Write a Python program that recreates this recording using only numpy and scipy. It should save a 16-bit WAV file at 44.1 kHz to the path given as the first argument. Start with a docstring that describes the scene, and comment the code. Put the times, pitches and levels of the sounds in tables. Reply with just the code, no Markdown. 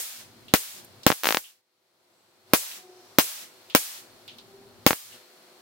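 """A small bare room, a stereo microphone close to the charged mesh of an electric mosquito swatter.
A spark's tail dies away over low rumble, a far drone and hiss. A screwdriver tip ticks on the mesh and
shorts it at 0.5 s and 1.1 s: each spark is a pressure pop and a bright crack that overload the recorder,
whose limiter ducks and lets the room tail up. A run of small sparks follows until 1.4 s; the level sags
and slowly returns. Single sparks come at 2.5, 3.2 and 3.7 s, and a last cluster of three at 4.9 s."""
import sys
import numpy as np
from scipy import signal
from scipy.fft import rfft, irfft, next_fast_len
from scipy.io import wavfile
from scipy.ndimage import uniform_filter1d

SR = 44100
rng = np.random.default_rng(int(sys.argv[2]) if len(sys.argv) > 2 else 0)


def persist_wave(psi):
    """Save psi, clipped to +-1, as 16-bit WAV."""
    counts = np.round(np.clip(psi, -1, 1) * 32767).astype(np.int16)
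    wavfile.write(sys.argv[1], SR, np.atleast_2d(counts).T)


N = 247392
LEAD = 4410   # samples before t = 0, where the first spark falls
LENGTH = N + LEAD
TIME = (np.arange(LENGTH) - LEAD) / SR


def amp(db):
    """Decibels to gain."""
    return 10 ** (np.asarray(db) / 20)


def rms_one(x):
    """Scale to rms 1."""
    return x / np.sqrt(np.mean(x ** 2) + 1e-20)


def in_time(rows):
    """Columns of a curve, one value per sample."""
    times, *columns = np.transpose(rows)
    return [np.interp(TIME, times, column) for column in columns]


def at_hz(points, hz, column=1):
    """Read a table on a log-frequency axis."""
    points = np.array(points)
    return np.interp(np.log(hz), np.log(points[:, 0]), points[:, column])


def sample_of(s):
    """Sample index of a time."""
    return round(s * SR) + LEAD


def add_at(out, s, sound):
    """Mix a stereo sound in at a time."""
    start = sample_of(s)
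    out[:, start:start + sound.shape[1]] += sound


def butter(x, hz, kind="low", order=2):
    """Butterworth filter."""
    return signal.sosfilt(signal.butter(order, hz, kind, fs=SR, output="sos"), x)


def resonance(x, hz, width_hz):
    """Two-pole resonance."""
    r = np.exp(-np.pi * width_hz / SR)
    return signal.lfilter([1 - r, 0, r - 1], [1, -2 * r * np.cos(2 * np.pi * hz / SR), r * r], x)


def double_resonance(x, hz, width_hz):
    """Two equal resonances in series; rms 1."""
    return rms_one(resonance(resonance(x, hz, width_hz), hz, width_hz))


def pan(x, pan_db):
    """Spread a left-right difference over two channels."""
    return x * amp([[pan_db / 2], [-pan_db / 2]])


def swell(middle_s, length_s):
    """Bell-shaped swell."""
    return np.exp(-(2 * (TIME - middle_s) / length_s) ** 2)


# How alike the microphone's two sides hear the room: f/Hz, correlation
LIKENESS = [(60, 0.79), (380, 0.78), (950, 0.48), (2400, 0.017)]

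def stereo_noise(spectrum):
    """Noise of a given spectrum whose channels are alike in the bass only; rms 1."""
    size = next_fast_len(LENGTH)
    hz = np.maximum(np.fft.rfftfreq(size, 1 / SR), 1)
    mid, side = rfft(rng.standard_normal((2, size)))
    alike = np.clip(at_hz(LIKENESS, hz), 0, 1)
    both = np.sqrt(1 + alike) * mid + np.sqrt(1 - alike) * side * [[1], [-1]]
    return rms_one(irfft(both * amp(at_hz(spectrum, hz)), size)[:, :LENGTH])


# A drone, far off: middle t/s, length/s, f/Hz, glide/(Hz/s), level/dB, octave level/dB
DRONE_SWELLS = [(2.896, 0.28, 365.3, -24, -64, -74), (4.584, 0.25, 393, 32, -62.5, -78)]

def far_drone():
    """A gliding tone and its octave swell twice, wavering with slow noise."""
    waver = rms_one(butter(rng.standard_normal((2, LENGTH)), hz=22))
    tone_gain, octave_gain = np.sqrt(2) * (1 + .5 * waver)
    out = 0
    for s, length, hz, glide, level_db, octave_db in DRONE_SWELLS:
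        phase = 2 * np.pi * (hz * TIME + glide * (TIME - s) ** 2 / 2)
        tone = amp(level_db) * tone_gain * np.sin(phase)
        octave = amp(octave_db) * octave_gain * np.sin(2 * phase)
        out = out + swell(s, length) * (tone + octave)
    return out


# Spectra of the room tone's low, middle and high layers: f/Hz, relative density/dB
RUMBLE = [(15, -35), (25, -6.5), (48, -6.5), (76, -13), (102, 5), (167, -12), (250, -1), (320, -22.5),
          (550, -120)]
MURMUR = [(88, -42), (150, -9), (306, -8.5), (360, 3), (441, -8), (495, -12.5), (595, -4.5), (1500, -13.5),
          (1950, -35.5), (3300, -120)]
HISS = [(530, -30.5), (900, -10.5), (1340, -5.5), (1440, -4.5), (2180, -4), (2810, -5.5), (4300, -3),
        (6490, -10), (14600, -12.5), (16300, -15.5)]
# Their levels at the microphone: t/s, rumble/dB, murmur/dB, hiss/dB
ROOM_TONE_LEVELS = [(0, -64, -65.5, -63), (.45, -58.5, -63.5, -62.5), (1.0, -62.5, -62.5, -62),
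                    (1.5, -77.5, -65, -58.5), (2.0, -77, -62.5, -62.5), (2.45, -67, -61.5, -61),
                    (2.85, -87.5, -71, -70.5), (3.1, -76.5, -68, -67.5), (3.6, -85, -69.5, -66.5),
                    (4.1, -72.5, -68, -67), (4.75, -66, -68, -70), (5.15, -68, -68, -62),
                    (5.25, -95, -71.5, -67), (5.6, -84, -67.5, -68)]

def room_tone():
    """Rumble, murmur and hiss drift in level; a hum and a narrow band ride with the hiss."""
    white = stereo_noise([(20, 0), (20000, 0)])
    band = double_resonance(white, hz=4250, width_hz=230)
    hum = np.sqrt(2) * np.sin(2 * np.pi * 503 * np.arange(LENGTH) / SR)
    hiss = stereo_noise(HISS) + amp(-12) * (band + hum)
    rumble_gain, murmur_gain, hiss_gain = amp(in_time(ROOM_TONE_LEVELS))
    return rumble_gain * stereo_noise(RUMBLE) + murmur_gain * stereo_noise(MURMUR) + hiss_gain * hiss


# Faint rustles in the room: middle t/s, length/s, f/Hz, width/Hz, level/dB
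RUSTLES = [(2.219, 0.29, 7800, 405, -71.5), (3.052, 0.4, 5500, 800, -74), (3.638, 0.14, 5000, 1470, -81)]

def rustles():
    """Narrow bands of high noise swell and fade."""
    white = rng.standard_normal((2, LENGTH))
    return sum(amp(level_db) * swell(s, length) * rms_one(resonance(white, hz, width_hz))
               for s, length, hz, width_hz, level_db in RUSTLES)


# The tip on the mesh, close by: t/s, level/dB, f/Hz, width as a share of f, t60/s
TIP_TICKS = [(0.4826, -43, 3200, .5, .2), (0.847, -44, 12000, .7, .05), (1.0328, -38, 4000, .9, .07),
             (1.4408, -18, 2990, .3, .15), (2.7143, -35, 3100, .8, .09), (3.6994, -44, 3100, .6, .2),
             (4.2787, -44, 3250, .5, .25), (4.3844, -47, 3600, .6, .13), (5.1205, -51, 2840, .45, .2)]

def mesh_ticks():
    """The tip lands with a sharp white touch and the mesh rattles briefly in a broad resonance."""
    touch_t60 = .012
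    out, t = np.zeros((2, LENGTH)), np.arange(12000) / SR
    for s, level_db, hz, share, t60 in TIP_TICKS:
        white = rng.standard_normal((2, len(t)))
        rattle = double_resonance(white, hz, share * hz) * amp(-7 - 60 * t / t60)
        touch = white * amp(-6 - 60 * t / touch_t60)
        add_at(out, s, amp(level_db) * (rattle + touch))
    return out


# The bare room's answer to a crack: f/Hz, early density/dB, early t60/s, late density/dB, late t60/s
ROOM_DECAY = [(70, -10, 0.15, -55.5, 0.13), (200.3, -8, 0.033, -51, 0.8), (318, -7.5, 0.13, -34, 0.12),
              (530, -6.5, 0.11, -29, 0.32), (930, 3.5, 0.058, -26.5, 0.31), (2150, 0.5, 0.089, -22, 0.3),
              (4100, -0.5, .052, -17, 0.28), (7440, -8, 0.17, -20, 0.29), (11500, -8, 0.16, -18, 0.26),
              (15000, 1.5, 0.084, -16, 0.25)]

def room_cracks(sparks):
    """Cracks feed power into the room: noise dying band by band in an early and a late part."""
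    lag_s = .00022   # the crack follows the pop
    power = np.full(LENGTH, 1e-18)
    for s, _, crack_db, *_ in sparks:
        power[sample_of(s + lag_s)] = amp(crack_db) ** 2
    edges_hz = 50 * 2 ** np.arange(0, 8.6, .5)   # half octaves
    white, out = rng.standard_normal((2, 2, LENGTH)), 0
    for k, (low, high) in enumerate(zip(edges_hz, edges_hz[1:])):
        band = butter(white[k % 2], [low, high], "band")
        centre_hz = np.sqrt(low * high)
        early_db, early_t60, late_db, late_t60 = (at_hz(ROOM_DECAY, centre_hz, c) for c in range(1, 5))
        early = signal.lfilter([amp(2 * early_db)], [1, -amp(-120 / (early_t60 * SR))], power)
        late = signal.lfilter([amp(2 * late_db)], [1, -amp(-120 / (late_t60 * SR))], power)
        out = out + band * np.sqrt(early + late)
    return out


# Surfaces near the swatter, levels relative:
# delay/ms, pop left/dB, pop right/dB, scatter left/dB, scatter right/dB, scatter length/ms
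NEAR_SURFACES = [(3.65, 1.5, -1, -6, -5.5, 0.88), (6.5, -9, -24, -5, -11, 1.6),
                 (10.0, -7, -24.5, -2.5, -14, 3.5), (14.5, -13.5, -23.5, -11, -18.5, 16)]

def near_echoes(pop, pop_db, rise_ms):
    """Yield (delay in s, echo): each surface returns the pop dulled, with mid-band scatter."""
    t_ms = np.arange(pop.shape[1]) * 1000 / SR
    echo_db = -15.5 + 3 * np.log2(rise_ms / .075)   # a fatter spark rises more slowly and echoes more
    scatter_strength = amp(pop_db - 8) * min(rise_ms / .17, 1)
    dull_pop = butter(pop, hz=5070)
    white = rng.standard_normal((len(NEAR_SURFACES), 2, len(t_ms)))
    facets = rms_one(butter(white, (436, 4450), "band"))
    for (delay_ms, *levels_db, length_ms), facet in zip(NEAR_SURFACES, facets):
        pop_gain, scatter_gain = amp(echo_db + np.reshape(levels_db, (2, 2, 1)))
        scatter = scatter_strength * facet * np.exp(-(t_ms / length_ms) ** 2)
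        yield delay_ms / 1000, pop_gain * dull_pop + scatter_gain * scatter


def pressure_pop(rise_ms, swing_ms):
    """A spark's short push on the air, swung negative by a bass cut, sooner on the right; peak 1."""
    t_ms = np.arange(1500) * 1000 / SR
    push = t_ms / rise_ms * np.exp(-t_ms / rise_ms)
    swung = np.array([butter(push, 1000 / ms, "high") for ms in (swing_ms, .88 * swing_ms)])
    pop = butter(swung, hz=9000)
    return pop / pop.max()


# Sparks near the microphone: t/s, pop peak/dB, crack level/dB, left over right/dB, rise/ms, swing/ms
SPARKS = [(-0.035, -21, 24.5, 8, 0.067, 4.5), (0.5383, 10, 24.5, -7, 0.15, 8.5),
          (1.0654, 13, 23, 7.5, 0.13, 8), (1.1026, 1.5, 6, -15, 0.093, 8.5),
          (1.118, -4, -4.5, 9.5, 0.047, 9), (1.1246, -12.5, 0.5, 17.5, 0.067, 9),
          (1.235, -10.5, 4, -6, 0.043, 3.4), (1.2443, -5.5, 6, 6.5, 0.052, 2.9),
          (1.2563, -3, 9.5, 6.5, 0.05, 2.5), (1.2703, -1, 12.5, 11, 0.043, 3.4),
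          (1.289, 3, 10.5, -2.5, 0.037, 3.4), (1.3071, -5.5, 10, 12.5, 0.068, 3.9),
          (1.325, -4.5, 3, 13, 0.033, 1.9), (1.3466, 0.8, 8, 9.5, 0.038, 3.2), (1.371, 1, 6, 6, 0.037, 4.3),
          (2.535, 9, 18.5, 4.5, 0.15, 5), (3.1855, 9.5, 20.5, -1, 0.17, 6.04),
          (3.7496, 9, 18, -4, 0.16, 4.66), (4.8647, 8.5, 17, 1, 0.18, 7.9), (4.9076, 1, 5, 9, 0.08, 12),
          (4.931, -8.5, -4.5, -10, 0.066, 14)]

def swatter_sparks():
    """The tip shorts the charged mesh; returns the pops with their echoes, and the cracks."""
    pops = np.zeros((2, LENGTH))
    for s, pop_db, _, pan_db, rise_ms, swing_ms in SPARKS:
        pop = amp(pop_db) * pressure_pop(rise_ms, swing_ms)
        add_at(pops, s, pan(pop, pan_db))
        for delay_s, echo in near_echoes(pop, pop_db, rise_ms):
            add_at(pops, s + delay_s, echo)
    return pops, room_cracks(SPARKS)


def limiter(x, pops, limit_db=-18, attack_ms=.64, release_db_per_s=165.5):
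    """The recorder's gain ducks under loud sound or a pop, then climbs back at a steady dB rate."""
    sensed_pops = amp(18.5) * np.tanh(pops / amp(-30.5))   # the sensor overloads: loud pops read alike
    power = uniform_filter1d(np.mean(x ** 2 + sensed_pops ** 2, axis=0), size=45, origin=22)
    excess_db = np.maximum(10 * np.log10(power.clip(1e-12)) - limit_db, 0)
    climb_db = release_db_per_s * np.arange(LENGTH) / SR
    cut_db = np.maximum.accumulate(excess_db + climb_db) - climb_db
    r = np.exp(-1000 / (attack_ms * SR))
    return x * amp(-signal.lfilter([1 - r], [1, -r], cut_db))


# After the long run of sparks, all but the pops sags and slowly comes back: t/s, gain/dB
SAG = [(1.38, 5), (1.5, 2), (1.62, -18), (1.9, -10), (2.1, -5.5), (2.45, -3.5), (2.55, 10.5)]

def scene():
    """The pops set the limiter off but are too quick to be held; it holds all the rest."""
    pops, cracks = swatter_sparks()
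    air = cracks + mesh_ticks() + rustles() + pan(room_tone() + far_drone(), pan_db=1)
    sag_gain = amp(in_time(SAG)[0])
    return (sag_gain * limiter(air, pops) + pops)[:, LEAD:]


def record(dry):
    """The recorder clips near full scale, then cuts the deep bass and the top."""
    bass_cut_hz, top_cut_hz = 140, 15900
    clipped = np.clip(dry, -.97, .97)
    thinned = butter(clipped, bass_cut_hz, "high", order=1)
    return signal.sosfilt(signal.ellip(10, .5, 65, top_cut_hz, fs=SR, output="sos"), thinned)


dry = scene()
out = record(dry)
persist_wave(out)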